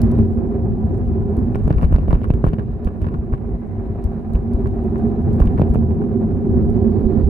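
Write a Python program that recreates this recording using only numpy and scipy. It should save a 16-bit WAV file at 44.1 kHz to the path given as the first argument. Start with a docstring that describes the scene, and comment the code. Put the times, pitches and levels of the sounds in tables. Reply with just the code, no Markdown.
"""A bicycle rolls on asphalt, heard from a microphone clamped to its handlebar.
The road's grain drives handlebar, frame and fork into resonance, and the tyres roar. Seams and worn
paint jolt the front wheel; the impacts excite damped modes of the mount, which knocks and rattles.
Air buffets the microphone. Near the end hum and rumble swell on the right, a thin whirr on the left."""
import sys
import numpy as np
from scipy import signal
from scipy.fft import rfft, irfft, next_fast_len
from scipy.io import wavfile
from scipy.ndimage import uniform_filter1d, minimum_filter1d

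SR = 44100
rng = np.random.default_rng(int(sys.argv[2]) if len(sys.argv) > 2 else 0)


def generate_wav(signal):
    """Clip the signal to [-1, 1] and save it as 16-bit WAV at the path in sys.argv[1]."""
    frames = np.transpose(np.atleast_2d(signal))
    scaled = np.clip(frames, -1, 1) * 32767
    pcm = np.round(scaled).astype(np.int16)
    wavfile.write(sys.argv[1], SR, pcm)


N = 321489


# coarseness of the asphalt: t/s, hum level/dB, fork level/dB, tyre level/dB
ROAD_LEVELS = [(0.04, -21.5, -44, -43.5), (0.24, -21.5, -45.5, -50), (0.54, -24, -42, -52),
               (0.86, -24.5, -43.5, -51.5), (1.51, -22.5, -42, -48.5), (1.79, -30, -51, -48),
               (2.37, -27, -50.5, -53), (2.95, -31, -49.5, -51.5), (3.12, -29, -49, -54),
               (4.12, -30, -46, -51), (5.03, -22, -40.5, -48), (5.39, -23.5, -41.5, -48),
               (6.13, -21.5, -43, -51), (6.43, -20.5, -44.5, -49.5), (6.9, -19.5, -41, -49),
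               (7.26, -19.5, -43.5, -48)]
def rolling(hum_db, fork_db, tyre_db):
    """Forced vibration: rough asphalt drives the bicycle and its tyres, in uneven patches."""
    patches_db, grit_db, flutter_db = 1.3 * drift(14), 2.1 * drift(45), 2.5 * drift(30)
    bar = handlebar_drone(hum_db)
    frame = frame_hum(hum_db - 4.5)
    fork = fork_ring(fork_db + 1)
    fittings = fittings_ring(tyre_db - 23 + flutter_db)
    roar = tyre_roar(tyre_db + 17.5 + grit_db)
    body = (frame + (fork + roar) * panned(-1.1)) * rightward(2.3)
    return (bar * rightward(5.5) + body) * from_db(patches_db) + fittings + hiss(tyre_db - 27.5)


# lowest handlebar modes: f/Hz, bandwidth/Hz, level/dB
HANDLEBAR_MODES = [(221.84, 15, 0.5), (234.7, 11, -1)]
def handlebar_drone(level_db):
    """Resonance: two close modes of the bar select a low drone from the road's grain."""
    modes = sum(from_db(db) * shaken_mode(hz, width, alike=0.79, skirt=1.28)
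                for hz, width, db in HANDLEBAR_MODES)
    return rms_one(modes) * panned(-3) * from_db(level_db)


# frame and handlebar modes: f/Hz, bandwidth/Hz, level/dB, left minus right/dB
FRAME_MODES = [(320.6, 26, -3, -4.5), (372.3, 20, -0.5, -5), (390.4, 16, 1.5, -1.5), (408.8, 16, -3, -5),
               (520.3, 18, -13, -11.5)]
def frame_hum(level_db):
    """Modal superposition: narrow, randomly driven modes add up to a hum."""
    modes = sum(from_db(db) * panned(side) * shaken_mode(hz, width, alike=0.94, skirt=1.2)
                for hz, width, db, side in FRAME_MODES)
    return rms_one(modes) * from_db(level_db)


# fork and mount modes: f/Hz, bandwidth/Hz, level/dB, stereo correlation
FORK_MODES = [(703.4, 41, -1.5, 0.91), (775.7, 32, -3, 0.62), (978, 34, -6.5, -0.54)]
def fork_ring(level_db):
    """Resonance: the higher modes of fork and mount ring above the hum."""
    modes = sum(from_db(db) * shaken_mode(hz, width, alike, skirt=1.25)
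                for hz, width, db, alike in FORK_MODES)
    return rms_one(modes) * from_db(level_db)


# spectrum of tyre on asphalt: f/Hz, level/dB
TYRE_SPECTRUM = [(90, 4), (165, 14.5), (280, 1), (450, -4.5), (640, -3), (860, -13), (1100, -14),
                 (1300, -17.5), (1800, -21.5), (2050, -28.5), (2500, -30), (3200, -48), (4000, -52),
                 (5200, -57), (9000, -77.5)]
def tyre_roar(level_db):
    """Roughness excitation: the tyres radiate broadband noise, strongest in the bass."""
    return noise(TYRE_SPECTRUM) * from_db(level_db)


# course of the rumble: t/s, air and fork level/dB, wheel level/dB
RUMBLE_LEVELS = [(0.04, -24, -22.5), (0.26, -24.5, -19.5), (0.46, -33, -29), (0.72, -21.5, -30),
                 (0.86, -27.5, -31), (1.37, -27, -27), (2.01, -28, -16.5), (2.82, -33, -37),
                 (3.08, -30, -31.5), (3.48, -37, -29), (4.34, -34, -31), (4.68, -30.5, -25),
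                 (5.87, -24, -26.5), (5.99, -29.5, -41), (6.31, -29.5, -34.5), (6.64, -22, -26.5),
                 (7.02, -27, -29.5), (7.26, -22, -19.5)]
# spectra of the trembling wheel and of the buffeting air: f/Hz, level/dB
WHEEL_SPECTRUM = [(18, -23), (32, -7.5), (50, 20.5), (65, 8), (100, 1), (200, -61.5), (800, -100)]
AIR_SPECTRUM = [(22, -17), (40, -11), (62, -9), (80, 0), (100, 0.5), (135, -4.5), (190, -10), (280, -34),
                (600, -57.5), (2000, -95)]
def rumble(air_db, wheel_db):
    """Vibration and turbulence: the wheel trembles, the fork flexes and air buffets, all in surges."""
    surge_db = 1.7 * drift(7.4)
    wheel = noise(WHEEL_SPECTRUM) * from_db(wheel_db + surge_db - 0.5 + 2 * drift(8.6))
    flex = rms_one(shaken_mode(hz=81.5, width=20, alike=0.99, skirt=1.3))
    throb = flex * from_db(air_db + surge_db + 0.5)
    buffet = noise(AIR_SPECTRUM) * from_db(air_db + surge_db + 4.5)
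    return wheel + throb + buffet


# dips under the front wheel: t/s, level/dB, bounce f/Hz
DIPS = [(0.027, -4, 96), (0.12, -14.5, 111.5), (0.195, -5, 80), (0.374, -10.5, 77), (1.375, -7.5, 74.4),
        (1.646, -6, 54.5), (1.761, -10.5, 46), (1.84, -2.5, 50.3), (1.936, 3.5, 46.6), (2.085, -5, 52.6),
        (2.14, -0.5, 50.5), (2.299, -8.5, 52.4), (2.335, -11, 71), (2.476, -8.5, 43.6), (2.853, -8.5, 44.4),
        (3.019, -8.5, 83.4), (3.184, -9, 61.9), (3.32, -8, 53.8), (3.898, -11.5, 92), (4.048, -6.5, 62),
        (4.345, -4, 54), (4.541, -9.5, 52.4), (5.412, 0, 46.6), (5.466, -6.5, 44), (5.7, -5.5, 54.4),
        (6.705, -18, 80), (7.053, -7, 46.5), (7.236, -6, 64)]
def jolts(dip_peak_s=0.0086, kick_peak_s=0.0046, kick_hz=105, kick_db=8.5, twist_db=4):
    """Damped oscillation: at each dip or knock the wheel bounces and twists the bar to one side."""
    out, t = np.zeros((2, N)), np.arange(SR // 8) / SR
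    bumps = [(s, db, hz, dip_peak_s) for s, db, hz in DIPS]
    bumps += [(s, db + kick_db, kick_hz, kick_peak_s) for s, db, *_ in MOUNT_KNOCKS]
    for (s, db, hz, peak_s), twist in zip(bumps, rng.standard_normal(len(bumps))):
        at = int(s * SR)
        envelope = (t / peak_s) ** 2 * np.exp(2 - 2 * t / peak_s)
        bounce = from_db(db - 0.5) * envelope * -np.sin(2 * np.pi * hz * t)
        out[:, at:at + len(t)] += bounce[:N - at] * panned(twist_db * twist)
    return out


# knocks and rattling contacts of the mount:
# t/s, thud level/dB, clack level/dB, chink level/dB, tick level/dB
MOUNT_KNOCKS = [(0.069, -33, -41, -65, -66), (0.189, -23.5, -32.5, -54, -56.5),
                (1.548, -29.5, -28, -36, -57), (1.556, -21, -26.5, -36, -46.5),
                (1.678, -21, -28.5, -52.5, -44), (1.701, -41, -33, -35, -57),
                (1.7056, -13, -22.5, -45, -53), (1.727, -38, -31, -44, -63), (1.783, -32, -27.5, -36, -51),
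                (1.813, -33.5, -31, -44, -53), (1.8225, -23, -29.5, -52.5, -44),
                (1.8301, -18.5, -24, -36, -56), (1.8411, -26, -30, -54, -51), (1.848, -31, -43, -38, -54),
                (1.9252, -19.5, -27, -48, -45), (1.944, -23, -25.5, -47, -46),
                (1.9612, -28, -31.5, -45, -53), (1.984, -21, -35, -41.5, -58),
                (2.0825, -19.5, -32, -55, -55), (2.107, -22.5, -22.5, -33, -53),
                (2.112, -25, -38, -54, -53), (2.1296, -15.5, -23.5, -42, -49), (2.1412, -33, -39, -47, -65),
                (2.1484, -37, -32.5, -39, -59), (2.153, -28, -33, -54, -64), (2.2167, -26.5, -43, -47, -62),
                (2.2339, -37, -48.5, -41.5, -59), (2.243, -27.5, -23, -42, -48),
                (2.3033, -16, -31, -33, -50), (2.338, -27, -33, -41, -48), (2.441, -12.5, -21.5, -45, -47),
                (2.4658, -19, -27.5, -47, -48.5), (2.4733, -28, -30, -49, -55),
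                (2.485, -30, -31.5, -43.5, -49), (2.5332, -21, -29, -38.5, -55),
                (2.585, -26, -30, -45, -63), (2.5941, -25.5, -28, -43, -54),
                (2.872, -24.5, -32, -37.5, -61), (2.876, -34, -34, -44, -63),
                (3.0174, -26.5, -38.5, -46, -50.5), (3.027, -32, -45, -42, -56),
                (3.044, -27, -30, -46.5, -62), (3.067, -24, -32, -40, -56), (3.0862, -43, -29.5, -49, -61),
                (3.141, -30.5, -29.5, -56, -57), (3.3277, -31.5, -37, -42, -60.5),
                (3.3367, -24, -26, -45, -53), (4.353, -28, -34.5, -36.5, -68), (4.359, -36, -38, -51, -66),
                (4.658, -37, -30, -53, -75), (4.672, -37, -39.5, -42, -48), (4.958, -30.5, -31, -48, -67.5),
                (5.3947, -34, -35, -46, -52), (5.402, -15, -30.5, -47, -41.5), (5.4195, -29, -24, -43, -64),
                (5.4543, -24, -34, -51.5, -47), (5.474, -36, -36, -38, -68), (5.578, -28, -29.5, -55, -57),
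                (5.584, -31, -30, -54, -60), (5.596, -13.5, -38, -64.5, -50),
                (5.6172, -12.5, -26, -33.5, -48), (5.747, -28, -31.5, -47, -46),
                (5.7566, -16, -37, -50, -69), (5.909, -27, -43.5, -54, -65), (6.018, -32, -35.5, -60, -62)]
# modes of the damped clamp: f/Hz, level/dB, T60/s, left minus right/dB
CLAMP_MODES = [(178, 6.5, 0.03, 8), (278, 1.5, 0.027, -6.5), (466, -0.5, 0.017, -12), (580, -6.5, 0.021, 3),
               (693, -17.5, 0.014, 3)]
# modes of the mount's hollow shell and metal parts: f/Hz, level/dB, T60/s, stereo correlation
SHELL_MODES = [(966, -3, 0.018, -0.3), (1104, -3.5, 0.025, -0.74), (1440, -7, 0.016, -0.7),
               (1700, -12, 0.014, -0.059), (1840, -13, 0.0064, 0.19)]
METAL_MODES = [(2310, -5, 0.012, 0.49), (2680, -5.5, 0.0085, 0.59), (2910, -9.5, 0.0098, 0.45),
               (3750, -14, 0.0072, 0.2), (4550, -19.5, 0.011, 0.2), (5400, -18, 0.0074, 0.089)]
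def knocks(contact_hz=1050, usual_db=-17, brightening=0.11):
    """Impact excitation: at each contact the clamp thuds, the shell clacks and the metal chinks."""
    s, thud_db, clack_db, chink_db, _ = np.transpose(MOUNT_KNOCKS)
    contact = signal.butter(3, contact_hz, fs=SR, output="sos")
    out = struck(s, clack_db - 1.5, SHELL_MODES) + struck(s, chink_db - 2.5, METAL_MODES)
    pivot_hz = CLAMP_MODES[1][0]
    for hz, db, t60, side in CLAMP_MODES:
        tilt_db = brightening * (thud_db - usual_db) * np.log2(hz / pivot_hz)  # harder is brighter
        blow = signal.sosfilt(contact, clicks(s, thud_db - 0.5 + tilt_db))
        out += from_db(db) * panned(side) * ring(blow, hz, t60)
    return out


def skitter(early_s=0.003, late_s=0.013, uneven_db=9, count=6):
    """Multiple contact: weaker clacks and chinks cluster around each knock."""
    s, thud_db, clack_db, _, _ = np.transpose(MOUNT_KNOCKS)
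    when, weakness = np.moveaxis(rng.random((len(s), count, 2)), 2, 0)
    times = (s[:, None] - early_s + (early_s + late_s) * when).ravel()
    shell_db = (clack_db[:, None] - 9.5 - uneven_db * weakness).ravel()
    metal_db = (np.minimum(thud_db, -18)[:, None] - 27 - uneven_db * weakness).ravel()
    return struck(times, shell_db, SHELL_MODES) + struck(times, metal_db, METAL_MODES)


def chatter(settle_t60=0.3, uneven_db=13, count=2400):
    """Energy decay: each knock leaves the mount shaking, with tiny contacts that fade as it settles."""
    s, _, clack_db, _, _ = np.transpose(MOUNT_KNOCKS)
    energy = dying(clicks(s, 2 * clack_db), settle_t60 / 2)
    when, weakness = rng.random((count, 2)).T
    times = when * N / SR
    level_db = 10 * np.log10(energy[(when * N).astype(int)]) - uneven_db * weakness
    fine = coloured(clicks(times, level_db - 18) * rng.standard_normal((2, N)), TICK_SPECTRUM)
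    return struck(times, level_db - 21, SHELL_MODES) + struck(times, level_db - 25, METAL_MODES) + fine


# crisp metallic snaps that sharpen some of the knocks: t/s, level/dB
METALLIC_SNAPS = [(1.5486, -47), (1.7271, -37), (1.7832, -38), (1.8143, -40), (1.8485, -36), (1.9617, -35),
                  (1.9852, -45), (2.1283, -32), (2.1483, -45), (2.2161, -47), (2.305, -32.5), (2.487, -40),
                  (2.5335, -41), (2.5867, -45), (3.0873, -43), (5.618, -34)]
# modes of a snap: f/Hz, level/dB, T60/s, stereo correlation
SNAP_MODES = [(1750, -6.5, 0.006, 0.3), (2650, -0.5, 0.005, 0.5), (3820, -2.5, 0.0024, 0.27),
              (4620, -6.5, 0.0032, 0.3)]
def snaps():
    """Impulse response: each snap is one hard contact whose high modes ring for a few milliseconds."""
    s, level_db = np.transpose(METALLIC_SNAPS)
    return struck(s, level_db - 3.5, SNAP_MODES)


# loose parts ticking on their own: t/s, level/dB
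LOOSE_TICKS = [(0.017, -33), (0.115, -42.5), (0.186, -49.5), (0.214, -52), (0.945, -54), (0.978, -52.5),
               (1.368, -47), (1.640, -53), (1.882, -54), (2.286, -50), (2.847, -45.5), (4.041, -44.5),
               (4.335, -46.5), (4.535, -46), (4.611, -56), (4.640, -57), (4.839, -55), (4.982, -54.5),
               (5.037, -56.5), (5.081, -54), (5.33, -48), (5.337, -52), (5.363, -51), (5.423, -55),
               (5.46, -53), (5.558, -52.5), (5.694, -51), (5.739, -45.5), (6.627, -55), (6.702, -49),
               (6.841, -56), (7.055, -59)]
# spectrum of a tick: f/Hz, level/dB
TICK_SPECTRUM = [(1500, -6), (4500, -2), (6800, -6), (8800, -1), (12000, -2), (14000, -7), (15500, -11)]
def ticks(hum_db, bounce, grit_per_s=70, extra_per_swing=400):
    """Brief contacts are broadband: loose parts tick, alone and on knocks; grit hits the mudguard."""
    s, level_db = np.transpose(LOOSE_TICKS + [(row[0], row[-1]) for row in MOUNT_KNOCKS])
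    parts = uniform_filter1d(dying(clicks(s, level_db + 2), t60=0.011), size=90)
    swing = np.minimum(np.abs(bounce).mean(axis=0), 0.3)  # a bouncing wheel throws more grit
    grit_db = hum_db - 31.5 + 8 * swing + rng.uniform(-12, 4, N)
    hits = rng.random(N) < (grit_per_s + extra_per_swing * swing) / SR
    grit = dying(hits * from_db(grit_db) + 1e-18, t60=0.0025)
    envelope = uniform_filter1d(parts + grit, size=36)
    return coloured(envelope * rng.standard_normal((2, N)), TICK_SPECTRUM)


def tyre_rasp(middle_s=3.7, spread_s=0.33):
    """Roughness excitation: the tyre rasps faintly while it crosses a mended patch."""
    on_patch = np.exp(-((np.arange(N) / SR - middle_s) / spread_s) ** 2)
    band = rms_one(shaken_mode(hz=2000, width=700, alike=0.4))
    return band * on_patch * from_db(-66 + 2 * drift(45))


# modes of small metal fittings: f/Hz, bandwidth/Hz, level/dB
FITTING_MODES = [(2870, 340, 1), (3870, 280, -0.5), (4600, 110, -8), (6370, 95, -6)]
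def fittings_ring(level_db):
    """Resonance: small fittings, shaken by the road, sing faintly in the treble."""
    modes = sum(from_db(db) * shaken_mode(hz, width, alike=0, skirt=3.3)
                for hz, width, db in FITTING_MODES)
    return rms_one(modes) * from_db(level_db)


# spectrum of the rolling hiss: f/Hz, level/dB
HISS_SPECTRUM = [(2000, -10), (4000, -1), (5500, -1), (7000, -3), (9000, 1), (11500, -2), (15500, -16)]
def hiss(level_db):
    """Random amplitude modulation: a faint treble hiss flickers, left of centre."""
    return noise(HISS_SPECTRUM) * from_db(level_db + 2.1 * drift(60)) * panned(3.7)


# resonances of the whirr: f/Hz, bandwidth/Hz, level/dB, modulation depth/dB
WHIRR_MODES = [(3090, 220, -76, 2.5), (3850, 350, -77, 2.5), (4570, 150, -77, 3)]
def whirr(pulsing_hz=16, left_db=7):
    """Amplitude modulation: narrow resonances pulse independently and swell near the end."""
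    out = np.zeros(N)
    for hz, width, db, depth_db in WHIRR_MODES:
        band = rms_one(shaken_mode(hz, width, alike=0, skirt=1.6))
        out = out + band * from_db(db + depth_db * np.minimum(drift(pulsing_hz), 2))
    return out * panned(left_db) * swelling()


# likeness of left and right in the rolling noise: f/Hz, stereo correlation
NOISE_CORRELATION = [(30, 0.94), (55, 0.97), (90, 0.37), (200, 0.94), (700, 0.57), (1050, 0.83),
                     (1500, 0.031), (2300, 0.27), (4000, 0.14), (12000, 0.9)]
def noise(spectrum):
    """Spectral shaping: stereo noise of unit rms whose correlation depends on frequency."""
    size = next_fast_len(N, real=True)
    mid, side = rfft(rng.standard_normal((2, size)))
    hz = np.arange(len(mid)) * SR / size
    shaped = pair(mid, side, at_hz(NOISE_CORRELATION, hz)) * from_db(at_hz(spectrum, hz))
    return rms_one(irfft(shaped, size)[:, :N])


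def shaken_mode(hz, width, alike, skirt=1.1):
    """Forced resonance: noise from hz / skirt to hz * skirt drives a two-pole resonator."""
    band = signal.butter(2, [hz / skirt, hz * skirt], "band", fs=SR, output="sos")
    force = signal.sosfilt(band, pair(*rng.standard_normal((2, N)), alike))
    r, w = np.exp(-np.pi * width / SR), 2 * np.pi * hz / SR
    return signal.lfilter(np.array([1, 0, -1]) * (1 - r * r) / 2, [1, -2 * r * np.cos(w), r * r], force)


def struck(times, level_db, modes, scatter_db=3, softness_hz=4600):
    """Modal superposition: contacts ring each mode at random strength; their softness dulls the top."""
    out = np.zeros((2, N))
    at = np.clip(np.round(times * SR).astype(int), 0, N - 1)
    chance = rng.standard_normal((len(times), len(modes), 3))
    for (hz, db, t60, alike), (mid, side, luck) in zip(modes, chance.transpose(1, 2, 0)):
        direction = pair(np.sign(mid), np.sign(side), alike)
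        blows = np.zeros((2, N)) + 1e-18
        blows[:, at] = direction * from_db(level_db + db + scatter_db * luck)
        out += ring(blows, hz, t60)
    return signal.sosfilt(signal.butter(2, softness_hz, fs=SR, output="sos"), out)


def ring(x, hz, t60):
    """Free vibration: a unit impulse starts a decaying sine of height 1."""
    r, w = from_db(-60 / (t60 * SR)), 2 * np.pi * hz / SR
    return signal.lfilter([0, np.sin(w)], [1, -2 * r * np.cos(w), r * r], x)


def clicks(times, level_db):
    """One impulse for each contact."""
    out = np.zeros(N)
    out[np.clip(np.round(times * SR).astype(int), 0, N - 1)] = from_db(level_db)
    return out + 1e-18


def dying(x, t60):
    """Exponential decay: every impulse falls 60 dB in t60 seconds."""
    return signal.lfilter([1], [1, -from_db(-60 / (t60 * SR))], x)


def coloured(x, spectrum, size=4096):
    """Minimum-phase filtering: folding the cepstrum gives a causal response with this spectrum."""
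    hz = np.arange(size // 2 + 1) * SR / size
    cepstrum = irfft(np.log(from_db(at_hz(spectrum, hz))))
    cepstrum[1:size // 2] *= 2
    cepstrum[size // 2 + 1:] = 0
    response = irfft(np.exp(rfft(cepstrum)))
    return signal.fftconvolve(x, response[None] / np.linalg.norm(response), axes=1)[:, :N]


def drift(corner_hz, hop=40):
    """Random fluctuation: low-passed noise of unit rms."""
    r = np.exp(-2 * np.pi * corner_hz * hop / SR)
    slow = signal.lfilter([1], [1, -2 * r, r * r], rng.standard_normal(N // hop + 2002))[2000:]
    return np.interp(np.arange(N) / hop, np.arange(len(slow)), rms_one(slow))


def pair(mid, side, alike):
    """Mid-side mixing: two unrelated signals give channels of correlation `alike`."""
    alike = np.clip(alike, -.99, .99)
    return np.sqrt(1 + alike) * mid + np.sqrt(1 - alike) * side * np.array([[1], [-1]])


def panned(side_db):
    """Channel gains for a level difference, left minus right."""
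    return from_db(np.array([[.5], [-.5]]) * side_db)


def swelling(start_s=6.49, rise_s=0.51):
    """Linear ramp from 0 to 1 near the end."""
    return np.clip((np.arange(N) / SR - start_s) / rise_s, 0, 1)


def rightward(depth_db):
    """A growing level difference shifts the sound to the right near the end."""
    return panned(-depth_db * swelling())


def from_db(db):
    """Decibels to gain."""
    return 10 ** (np.asarray(db) / 20)


def rms_one(x):
    """Scale to unit rms."""
    return x / np.sqrt(np.mean(x ** 2) + 1e-20)


def in_time(rows):
    """Interpolate each column of a time table at every sample."""
    s, *columns = np.transpose(rows)
    return [np.interp(np.arange(N) / SR, s, column) for column in columns]


def at_hz(points, hz):
    """Interpolate a table on a log-frequency axis."""
    f, value = np.transpose(points)
    return np.interp(np.log(np.maximum(hz, 1)), np.log(f), value)


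def scene():
    """Superposition: sound carried by the handlebar adds to airborne sound from close by."""
    hum_db, fork_db, tyre_db = in_time(ROAD_LEVELS)
    bounce = jolts()
    bass = (rumble(*in_time(RUMBLE_LEVELS)) + bounce) * panned(0.3) * rightward(5)
    rattle = knocks() + snaps() + skitter() + chatter() + ticks(hum_db, bounce)
    return rolling(hum_db, fork_db, tyre_db) + bass + rattle + tyre_rasp() + whirr()


def record(dry, cutoff_hz=15800, fade_s=0.002):
    """Peak and band limiting: a smooth gain holds peaks down, the ends fade and the top is cut."""
    allowed_gain = 1 / np.maximum(np.abs(dry).max(axis=0), 1)
    gain = uniform_filter1d(minimum_filter1d(allowed_gain, size=441), size=441)
    from_end_s = np.minimum(np.arange(N), np.arange(N)[::-1]) / SR
    fades = np.minimum(from_end_s / fade_s, 1)
    lowpass = signal.ellip(10, .2, 90, cutoff_hz, fs=SR, output="sos")
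    return signal.sosfilt(lowpass, dry * gain * fades)


dry = scene()
out = record(dry)
generate_wav(out)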